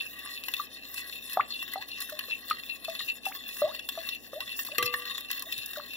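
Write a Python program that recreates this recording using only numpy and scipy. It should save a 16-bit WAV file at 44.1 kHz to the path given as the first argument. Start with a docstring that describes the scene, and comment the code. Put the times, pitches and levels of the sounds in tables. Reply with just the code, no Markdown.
"""A metal spoon scrapes round through beaten egg in a glass bowl on a kitchen counter.
Random slips and tick-like catches ring the egg-damped glass modes; filtered noise is the steel grit.
Air pockets pop and glide as sines, low thuds go through the counter, and one double blow on the
bare wall rings its free modes. Sparse kitchen reflections, room noise and mains hum lie behind."""
import sys
import numpy as np
from scipy import signal
from scipy.fft import rfft, irfft, next_fast_len
from scipy.io import wavfile

SR = 44100
rng = np.random.default_rng(int(sys.argv[2]) if len(sys.argv) > 2 else 0)


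def voltage_ratio(level):
    """Linear amplitude factor for a level in decibels (scalar or array-like)."""
    return 10 ** (np.asarray(level, float) / 20)


def unload_audio(sound):
    """Save the sound as a 16-bit wav file, at the path given as the first command line argument."""
    columns = np.transpose(np.atleast_2d(sound))
    # keep every value between -1 and 1, then stretch to whole-number steps
    steps = np.round(np.clip(columns, -1, 1) * 32767)
    wavfile.write(sys.argv[1], SR, steps.astype(np.int16))


N = 262836


def evened(x):
    """Scales to rms 1."""
    return x / np.sqrt(np.mean(x ** 2) + 1e-20)


def read(points, hz):
    """Reads a spectrum on a log-frequency axis."""
    f, value = np.transpose(points)
    return np.interp(np.log(hz + 1), np.log(f + 1), value)


def colour(x, gain):
    """Filters by gain(hz), which may be complex."""
    size = next_fast_len(N + 4096)
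    spectrum = rfft(x, size) * gain(np.fft.rfftfreq(size, 1 / SR))
    return irfft(spectrum, size)[..., :N]


def resonate(x, hz, width_hz):
    """A resonance of gain 1 that may follow a moving frequency: shift to 0 Hz, smooth, shift back."""
    turn = np.exp(2j * np.pi * np.cumsum(hz * np.ones(len(x))) / SR)
    r = np.exp(-np.pi * abs(width_hz) / SR)
    return 2 * (turn * signal.lfilter([1 - r], [1, -r], x / turn)).real


def wander(per_s):
    """Random curve of rms 1 with per_s straight segments a second."""
    count = int(N / SR * per_s) + 2
    return evened(np.interp(np.arange(N) * per_s / SR, np.arange(count), rng.standard_normal(count)))


def add(mix, start_s, sound):
    """Mixes a sound in at start_s."""
    part = mix[round(start_s * SR):][:len(sound)]
    part += sound[:len(part)]


def grit(per_s, spread_db):
    """Tiny slips of random sign, a few of them large."""
    size = voltage_ratio(spread_db * np.minimum(rng.exponential(1, N), 4)) * rng.choice([-1., 1.], N)
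    return evened(size * (rng.random(N) < per_s / SR))


# Turns of the spoon, from its pass through the deep egg.
# Each row: start in seconds, pressure in dB, dryness of the glass in dB.
SPOON_TURNS = [(-.15, 6, -5), (.22, 1, 6), (.6, 2.5, 0.5), (.98, -0.5, 5.5), (1.372, 1.5, 8), (1.758, 2, 3),
               (2.122, 1.2, 2.5), (2.51, 1.5, 1.5), (2.882, 4, 5.5), (3.266, -1.5, 6.5), (3.619, 3.5, -2),
               (3.975, 0.9, 4.5), (4.332, 2, 8), (4.7, 1.5, 1), (5.061, 4, 3.5), (5.42, 4, 4),
               (5.776, 3.5, 2), (6.14, 18.5, 8)]
# Modes the edge reaches on its way round.
# Each row: share of the turn, then relative levels in dB of middle, hiss, low and upper modes.
REACH_ROUND_TURN = [(.05, -53, -55.5, -56, -50.5), (.2, -48, -56, -55, -53),
                    (.35, -58, -52.5, -59.5, -50.5), (.55, -46.5, -57.5, -64.5, -59.5),
                    (.7, -52.5, -53, -59.5, -55), (.9, -49.5, -56.5, -55.5, -52.5)]
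# The edge presses flat on the wall and the modes flare.
# Each row: middle time in seconds, middle-mode level in dB, upper-mode level in dB, length in seconds.
MODE_FLARES = [(0.0, -26, -42, 0.021), (0.196, -45, -70, 0.015), (0.373, -35, -45, 0.027),
               (0.445, -36, -63, 0.017), (0.795, -53, -58.5, 0.13), (0.973, -43.5, -61, 0.063),
               (1.178, -44.5, -54, 0.094), (1.424, -47.5, -57, 0.059), (1.53, -53, -45.5, .05),
               (1.545, -37, -53, 0.038), (1.606, -36, -55, 0.037), (1.662, -58, -45, 0.021),
               (1.93, -38.5, -49, 0.059), (2.33, -29.5, -51, 0.045), (2.702, -37.5, -57.5, 0.051),
               (2.851, -34, -55, 0.011), (3.012, -45, -46, 0.063), (3.1, -35, -52, 0.038),
               (3.262, -38, -57, 0.035), (3.502, -51, -56, 0.14), (3.801, -43.5, -59, 0.086),
               (4.128, -33.5, -46.5, 0.062), (4.423, -41, -53, 0.023), (4.513, -37.5, -51.5, 0.066),
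               (4.717, -31, -54, 0.02), (4.888, -45, -55, 0.058), (5.097, -55, -49, 0.051),
               (5.223, -55, -46, 0.043), (5.293, -50, -62, 0.044), (5.577, -43, -50.5, 0.15),
               (5.95, -34, -56, 0.083)]
# Spoon pressure changes, nearly all lifts off the glass.
# Each row: middle time in seconds, length in seconds, level change in dB.
SPOON_LIFTS = [(0.138, 0.11, -6), (0.682, 0.097, -7.5), (0.9, 0.047, 2.5), (1.44, 0.075, -9.5),
               (2.443, 0.09, -6), (2.61, 0.034, -9), (2.82, 0.27, -7), (3.19, 0.067, -10),
               (3.86, 0.056, -7), (4.275, 0.18, -11), (5.28, 0.039, -12.5), (5.445, 0.03, -19),
               (5.854, 0.24, -8.5)]
# Dry swishes of the edge above the egg.
# Each row: start in seconds, length in seconds, relative hiss level in dB.
DRY_SWISHES = [(0.065, 0.056, -62), (0.45, 0.21, -50.5), (0.933, 0.082, -47), (1.297, 0.061, -83),
               (2.005, 0.15, -52), (2.451, 0.061, -55), (3.254, 0.059, -49), (3.479, .14, -47.5),
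               (3.89, 0.093, -60), (4.563, 0.176, -48), (4.826, 0.04, -41), (5.31, 0.044, -60),
               (5.432, 0.22, -52.5), (5.71, 0.073, -56)]


def drag():
    """Four drag levels in dB: the pattern of a turn, moved by pressure, lifts, flares, swishes and skips."""
    swish_edge_s = 0.0037
    skips_per_s, skip_max_db, skip_fade_s = 35, 8, 0.0051
    t = np.arange(0, N + 64, 64) / SR

    def bell(middle_s, length_s):
        return np.exp(-4 * ((t - middle_s) / length_s) ** 2)

    start_s, pressure_db, dryness_db = np.transpose(SPOON_TURNS)
    share, *columns = np.transpose(REACH_ROUND_TURN)
    turn = np.interp(t, start_s, np.arange(len(start_s)))
    push_db = np.interp(t, start_s, pressure_db)
    push_db = push_db + sum(db * bell(s, length_s) for s, length_s, db in SPOON_LIFTS)
    middle, dry, low, upper = (voltage_ratio(np.interp(turn, share, c, period=1) + push_db) for c in columns)

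    middle = middle + sum(voltage_ratio(db) * bell(s, length_s) for s, db, _, length_s in MODE_FLARES)
    upper = upper + sum(voltage_ratio(db) * bell(s, length_s) for s, _, db, length_s in MODE_FLARES)
    dry = dry * voltage_ratio(np.interp(t, start_s, dryness_db))
    for s, length_s, db in DRY_SWISHES:
        inside_s = np.minimum(t - s, s + length_s - t)
        dry = dry + voltage_ratio(db) * np.clip(inside_s / swish_edge_s + .5, 0, 1)

    # the edge jumps and lands again
    landings = (rng.random(N) < skips_per_s / SR) * rng.uniform(0.33, 1, N)
    landed = signal.lfilter([1], [1, -np.exp(-1 / (skip_fade_s * SR))], landings)
    skips_db = 2.5 * wander(45) + skip_max_db * np.tanh(landed)
    time_s = np.arange(N) / SR
    return [np.interp(time_s, t, 20 * np.log10(level)) + skips_db for level in (middle, dry, low, upper)]


# Modes of the egg-damped glass under the spoon.
# Each row: frequency in Hz, nominal width in Hz, relative level in dB.
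DAMPED_MODES = [(1123.6, 50, -1), (1718, 95, 2.5), (1922.6, 46.5, 7), (2650, 62, 0.5), (2740, 49, -2),
                (3120, 91, -7), (3400, 60, -10), (3549, 82, 1.5), (3679, 128, 0.5), (4223, 150, 4),
                (5340, 51, -12.5), (6117, 100, -13.5), (7140, 100, -10)]
SWING_DB = 3.5  # rms left-right lean of each mode


def scrape(middle_db, hiss_db, low_db, upper_db):
    """Slips ring the damped modes; the moving contact point shifts their pitch, share and side."""
    out = np.zeros((2, N))
    catches = grit(260, 5.36)  # larger catches reach all modes at once
    for hz, width_hz, db in DAMPED_MODES:
        group_db = low_db if hz < 2300 else middle_db if hz < 3000 else upper_db if hz < 5000 else hiss_db
        slips = 0.81 * grit(1500, 4.85) + 0.51 * catches
        slips = slips * voltage_ratio(group_db + db + 2.56 * wander(30))
        place_hz = hz * (1 + 0.012 * wander(8))
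        ring = resonate(resonate(slips, place_hz, width_hz), place_hz, 5.1 * width_hz)
        ring = ring * np.sqrt(SR / width_hz) / 3
        out += ring * voltage_ratio(SWING_DB / 2 * wander(9) * np.array([[1], [-1]]))
    return out


# Spectrum of steel grit on glass. Each row: frequency in Hz, relative density in dB per Hz.
GRIT_SPECTRUM = [(2650, -49), (4500, -13.5), (5440, -6), (6580, -15.5), (7340, -12), (8830, -19),
                 (9950, -2.5), (12300, -7), (14500, 2.5), (15800, -2), (16500, -60)]
# Phase lead of the left port. Each row: frequency in Hz, nominal lead in radians.
LEFT_LEAD = [(200, 0), (1460, .2), (1900, 1.9), (2300, 3.1), (3650, 6.9), (4400, 9.6), (5860, 5.6),
             (7580, .3), (8700, -3.2), (11200, -11.5), (14700, -2.5)]


def hiss(level, crack):
    """Steel grit in six bands that flutter apart, and cracks across all; part reaches both ports with a lag."""
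    edges_hz = [0, 6600, 8800, 10600, 12300, 14000, SR]
    grains = np.zeros((3, N))
    for low, high in zip(edges_hz[:-1], edges_hz[1:]):
        band = np.array([grit(6000, 8.8) for _ in range(3)]) * voltage_ratio(4.24 * wander(35))
        grains += colour(band, lambda hz: voltage_ratio(read(GRIT_SPECTRUM, hz)) * (hz >= low) * (hz < high))
    burst = np.array([grit(12000, 7.2) for _ in range(3)])
    burst = colour(burst, lambda hz: voltage_ratio(read(GRIT_SPECTRUM, hz)))
    both, left, right = evened(grains) * level + evened(burst) * crack

    def lagged(side):
        return colour(both, lambda hz: np.exp(.5j * side * read(LEFT_LEAD, hz)))

    ports = np.array([.75 * left + 0.64 * lagged(0.98), 0.8 * right + 0.49 * lagged(-1.046)])
    return ports * voltage_ratio([[1], [-1]])  # dB per port


# Kitchen reverberation. Each row: frequency in Hz, t60 in seconds.
KITCHEN_DECAY = [(200, 0.32), (1000, 0.22), (4000, 0.12), (12000, 0.074)]


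def kitchen(x):
    """Sparse reflections of random sign, each band dying at its own speed."""
    taps = np.zeros((2, SR // 2))
    slots = np.arange(200, SR // 2 - 20, 20)
    at = slots + rng.integers(0, 20, (2, (SR // 2 - 201) // 20))
    np.put_along_axis(taps, at, rng.choice([-1., 1.], at.shape), 1)
    hz, t, z = signal.stft(taps, SR, nperseg=256)
    fade = voltage_ratio(-60 * t / read(KITCHEN_DECAY, hz)[:, None])
    tail = signal.istft(z * fade, SR, nperseg=256)[1]
    return signal.fftconvolve(x[None], tail / np.linalg.norm(tail[0]), axes=1)[:, :N]


# Room noise spectrum. Each row: frequency in Hz, relative density in dB per Hz.
AIR_SPECTRUM = [(30, -34), (60, -16), (86, -15), (119, 1), (160, -14), (205, -1), (270, 2), (340, -4),
                (700, -6), (1500, -30.5), (4000, -65), (15000, -77)]
# Mains hum. Each row: frequency in Hz, level in dB rms before wavering.
MAINS_HUM = [(59.5, -67.5), (119, -90)]


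def room_tone():
    """Soft noise, partly opposed at the ports in the bass and partly shared above, and a wavering mains hum."""
    air_db_rms = -58.5
    a, b = rng.standard_normal((2, N))
    right = -.3 * a + b + colour(a, lambda hz: 0.87 * (hz > 180))
    noise = np.array([a, right]) * voltage_ratio([[1], [-1]])  # dB per port
    noise = colour(noise, lambda hz: voltage_ratio(read(AIR_SPECTRUM, hz)))
    t = np.arange(N) / SR
    hum = np.zeros((2, N))
    for hz, db in MAINS_HUM:
        tone = np.sin(2 * np.pi * hz * t + np.array([[0], [1.7]]))
        hum += voltage_ratio(db + 0.98 * wander(4.9)) * np.sqrt(2) * tone
    return voltage_ratio(air_db_rms) * evened(noise) + hum


# The spoon's edge catching the glass. Each row: time in seconds, relative level in dB,
# relative treble crack above it in dB, relative bass-mode level above it in dB.
EDGE_TICKS = [(0.19, -32, -7.5, -23), (0.26, -30.5, -18, -2.5), (0.29, -30, -30, -25),
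              (0.438, -22.5, -17.5, -26), (0.4845, -20.5, -11.5, -8.5), (0.539, -17, -12.5, -15.5),
              (0.567, -24, -20, -25), (0.9434, -36.5, 2, -6), (0.9784, -36, -2, -9),
              (0.996, -37.5, -12, -1.5), (1.127, -24, -31, -37), (1.297, -28.5, -8, -18),
              (1.3327, -38, 7, -20), (1.4067, -32.5, -28, 12), (1.6275, -26, -11, -6.5),
              (1.68, -32, -12, -11), (1.72, -48, 9, -15), (1.736, -29, -4.5, -3), (2.005, -29.5, -2.5, -18),
              (2.018, -31.5, -4, -6), (2.098, -34, 0, -23), (2.1914, -16.5, -15.5, -17),
              (2.3096, -23, -38, -15.5), (2.5002, -21, -14, -12), (2.6356, -28.5, -26, -23),
              (2.8487, -21, -17, -20), (2.898, -28, -12, -36), (2.9355, -43, -25, -23),
              (2.952, -22.5, -28, -22), (3.0883, -36, -34, -13), (3.2544, -25, -10, -13),
              (3.5684, -32.5, -2, -5), (3.7484, -23, -30, -18), (3.7939, -22.5, -20, -18),
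              (3.8899, -14.5, -14.5, -19), (3.9894, -25, -29, -26), (4.0897, -19, -18, -21),
              (4.4055, -19, -18, -13.5), (4.478, -24.5, -30, -16), (4.5918, -20.5, -21, -9),
              (4.65, -30, -4, -14), (4.783, -17, -5.5, -8.5), (4.827, -14.5, -11, -9),
              (4.9403, -18.5, -18, -2.5), (5.055, -29, -13, -20), (5.0776, -27, -27, -35),
              (5.097, -37, -20, -25), (5.112, -26, -48, -24), (5.181, -25.5, -8, -11.5),
              (5.208, -30.5, -8, -15), (5.3036, -21, -28, -15), (5.3137, -21.5, -5, -17),
              (5.395, -34, 1, -17), (5.423, -33, 0, -14), (5.525, -18.5, -11, -36), (5.58, -27, -5, -23),
              (5.661, -38.5, 5, -29), (5.7342, -27, -7, -13), (5.9355, -22.5, -20, -29)]


def ticks():
    """Each catch is a stutter of blows on the damped modes; also returns its bright crack's envelope."""
    t, out, crack = np.arange(3500) / SR, np.zeros((2, N)), np.zeros(N)
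    luck = rng.standard_normal((len(EDGE_TICKS), len(DAMPED_MODES), 3))  # pitch, share, side
    stutter = rng.uniform(-0.972, 1, (len(EDGE_TICKS), 400)) ** 15  # few large blows
    stutter = stutter * np.exp(-t[:400] / 0.0047) * 0.38
    stutter[:, 0] = 1
    cushion = 1 - np.exp(-t / 0.00035)  # the egg film cushions the contact
    crack_shape = np.exp(-t / 0.0038) - np.exp(-t / 0.001)
    hz, width_hz, mode_db = np.transpose(DAMPED_MODES)[:, :, None]
    for (s, db, treble_db, bass_db), row, blows in zip(EDGE_TICKS, luck, stutter):
        rings = np.sin(2 * np.pi * hz * (1 + 0.029 * row[:, :1]) * t)
        rings = rings * np.exp(-np.pi * .8 * width_hz * t)
        share_db = mode_db + 2.5 * row[:, 1:2] + (bass_db + 5.0) * (hz < 2300) - 0.82 * (hz > 5000)
        blows = blows / np.linalg.norm(blows)
        for port, side in zip(out, (1, -1)):
            share = voltage_ratio(share_db + side * SWING_DB / 2 * row[:, 2:])
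            soft = (share * rings).sum(0) * cushion
            add(port, s - .001, voltage_ratio(db - 12.0) * np.convolve(soft, blows))
        add(crack, s - .0015, voltage_ratio(db + treble_db + 7.0) * crack_shape)
    return out, crack


# Air pockets popping open behind the spoon.
# Each row: time in seconds, settled frequency in Hz, relative level in dB, t60 in seconds.
AIR_POPS = [(0.597, 1160, -28.5, 0.03), (1.372, 728, -11, 0.03), (1.758, 740, -22.5, 0.031),
            (2.122, 605, -38.5, 0.12), (2.284, 487, -41.5, 0.04), (2.510, 1242, -19, 0.04),
            (2.882, 657, -29.5, 0.096), (3.005, 1840, -29, 0.055), (3.266, 770, -26, 0.083),
            (3.619, 581, -18.5, 0.061), (3.975, 660, -30, 0.08), (4.332, 531, -31, 0.045),
            (4.938, 1754, -24, 0.066), (5.772, 590, -36, 0.12)]
# Pockets that shrink climb in pitch, those that swell fall. Each row: start in seconds,
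# length in seconds, first Hz, last Hz, relative peak level in dB, relative last level in dB.
POCKET_GLIDES = [(1.38, 0.019, 750, 920, -32, -24), (1.393, 0.021, 1010, 3400, -23.5, -26),
                 (1.763, 0.079, 760, 1185, -30, -63), (2.091, 0.015, 1800, 1280, -36.5, -59),
                 (2.51, 0.0096, 3680, 1780, -21.5, -44), (3.294, 0.023, 780, 1010, -43, -49),
                 (3.311, 0.017, 1055, 3400, -58, -31), (3.621, 0.11, 578, 1575, -22.5, -57.5),
                 (4.348, 0.081, 570, 1254, -36.5, -53), (4.683, 0.021, 1565, 547, -42.5, -57),
                 (4.711, 0.031, 550, 665, -46.5, -47.5), (5.41, 0.034, 1463, 1005, -62, -51),
                 (5.458, 0.067, 627, 1360, -50, -68), (5.758, 0.017, 1860, 1110, -33.5, -65),
                 (5.783, 0.022, 572, 2050, -54, -38.5)]
# Air in the bowl rings on. Each row: frequency in Hz, width in Hz, level in dB.
BOWL_AIR = [(630.4, 56, 2.5), (1154, 92, 10.5)]


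def pockets():
    """Pops ring down from a sudden start, changing pockets sing a glide; the bowl's air rings after them."""
    pop_sharp, pop_settle_s = 0.13, 0.002  # pitch starts this share high
    bend = 1.9  # glides move fastest at the high end
    peak_at, start_db, fall_power = 0.203, -16.5, 0.69  # share of length, dB below peak, quick first fall
    out, phase, t = np.zeros(N), np.zeros(N), np.arange(8000) / SR
    snap = np.sin(2 * np.pi * 1250 * t) * np.exp(-t / 0.0018)  # the film tears as the pocket opens
    for s, hz, db, t60_s in AIR_POPS:
        turns = np.cumsum(hz * (1 + pop_sharp * np.exp(-t / pop_settle_s))) / SR
        pop = voltage_ratio(db - 60 * t / t60_s) * np.clip(t / 0.0012, 0, 1) * np.sin(2 * np.pi * turns)
        add(out, s, pop + voltage_ratio(db - 9.5) * snap)
        add(phase, s, turns)
    for s, length_s, first_hz, last_hz, peak_db, last_db in POCKET_GLIDES:
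        u = np.arange(0, length_s, 1 / SR) / length_s
        way = u ** bend if last_hz > first_hz else 1 - (1 - u) ** bend
        # carries on its pop's swing
        turns = phase[round(s * SR)] + np.cumsum(first_hz * (last_hz / first_hz) ** way) / SR
        fall = (np.maximum(u - peak_at, 0) / (1 - peak_at)) ** fall_power
        level_db = peak_db + start_db * np.maximum(1 - u / peak_at, 0) + (last_db - peak_db) * fall
        edges = np.clip(np.minimum(u, 1 - u) * length_s / 0.0025, 0, 1)
        add(out, s, voltage_ratio(level_db) * edges * np.sin(2 * np.pi * turns))
    return 0.74 * out + sum(voltage_ratio(db) * resonate(out, hz, width_hz) for hz, width_hz, db in BOWL_AIR)


# The bowl rocks on the counter. Each row: time in seconds, relative level in dB.
BOWL_BUMPS = [(1.402, -52), (1.788, -55), (3.031, -57), (3.639, -49), (4.79, -56), (4.834, -41),
              (5.577, -51)]


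def bumps():
    """Soft low thuds through the counter top: two sines under a short swell and decay."""
    t, out = np.arange(8000) / SR, np.zeros(N)
    thud = np.sin(2 * np.pi * 112 * t) + .5 * np.sin(2 * np.pi * 205 * t)
    thud = thud * (np.exp(-t / 0.011) - np.exp(-t / 0.007))
    for s, db in BOWL_BUMPS:
        add(out, s, voltage_ratio(db + 12) * thud)
    return out


# Blows on the bare wall. Each row: time in seconds, relative level in dB.
WALL_BLOWS = [(4.783, -23), (4.826, -27.5)]
# Modes of the free wall. Each row: frequency in Hz, relative level in dB, t60 in seconds.
FREE_MODES = [(490, -12, .75), (1149, -13, 1.05), (1172, -6.5, 1.05), (1265, -9, .08), (2032, -12, .55),
              (2690, 0.5, 0.04), (2907, -22, .2), (3135, -18, .2), (3190, -13, 0.23), (3950, -16, 0.093),
              (4350, -8, 0.038), (5770, -11, 0.062), (7500, -5.5, 0.027), (384, -3, 0.013), (700, -10, .02)]


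def clinks():
    """Blows on the bare wall set its free modes ringing, neighbours in opposite sense."""
    kept_db = -8.5  # a new blow first damps what still rings
    t, out = np.arange(SR) / SR, np.zeros(N)
    ring = np.zeros(SR)
    for k, (hz, db, t60_s) in enumerate(FREE_MODES):
        ring += (-1) ** k * voltage_ratio(db - 60 * t / t60_s) * np.sin(2 * np.pi * hz * t)
    ring *= 1 - np.exp(-t / 0.000087)
    for s, db in WALL_BLOWS:
        out[round(s * SR):] *= voltage_ratio(kept_db)
        add(out, s, voltage_ratio(db) * ring)
    return out


# Level tilt of the scraped glass. Each row: frequency in Hz, left minus right in dB.
PORT_TILT = [(300, 24), (1100, -2.5), (2400, 3), (4500, 4), (8000, 3.5), (14000, 1.5)]
# Reflected share. Each row: frequency in Hz, level in dB.
ECHO_SHARE = [(300, -0.5), (1000, -17.5), (3000, -12), (10000, -28)]


def scene():
    """The scraped glass reaches two ports with a tilt and a lag, pockets and clinks head-on; the kitchen answers."""
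    levels_db = drag()
    rings, crack = ticks()
    glass = scrape(*levels_db) + rings
    open_top = pockets() + clinks()

    def half(hz):
        return voltage_ratio(read(PORT_TILT, hz) / 2) * np.exp(.5j * read(LEFT_LEAD, hz))

    near = np.array([colour(glass[0], half), colour(glass[1], lambda hz: 1 / half(hz))])
    near = near + open_top * voltage_ratio([[.9], [-.9]])  # dB per port
    echo = kitchen(colour(glass.mean(0) + 0.62 * open_top, lambda hz: voltage_ratio(read(ECHO_SHARE, hz))))
    grains = hiss(voltage_ratio(levels_db[1] + 0.5), crack)
    return near + echo + grains + bumps() * voltage_ratio([[2], [-2]]) + room_tone()


def top_cut(x):
    """Nothing passes above the cut-off."""
    return signal.sosfilt(signal.butter(12, 16820, fs=SR, output="sos"), x)


def record(dry):
    """The microphone drops deep bass and the top treble."""
    heard = colour(dry, lambda hz: 1 / np.sqrt((1 + (45 / (hz + 1)) ** 8) * (1 + (hz / 15600) ** 80)))
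    return top_cut(heard)


dry = scene()
out = record(dry)
unload_audio(out)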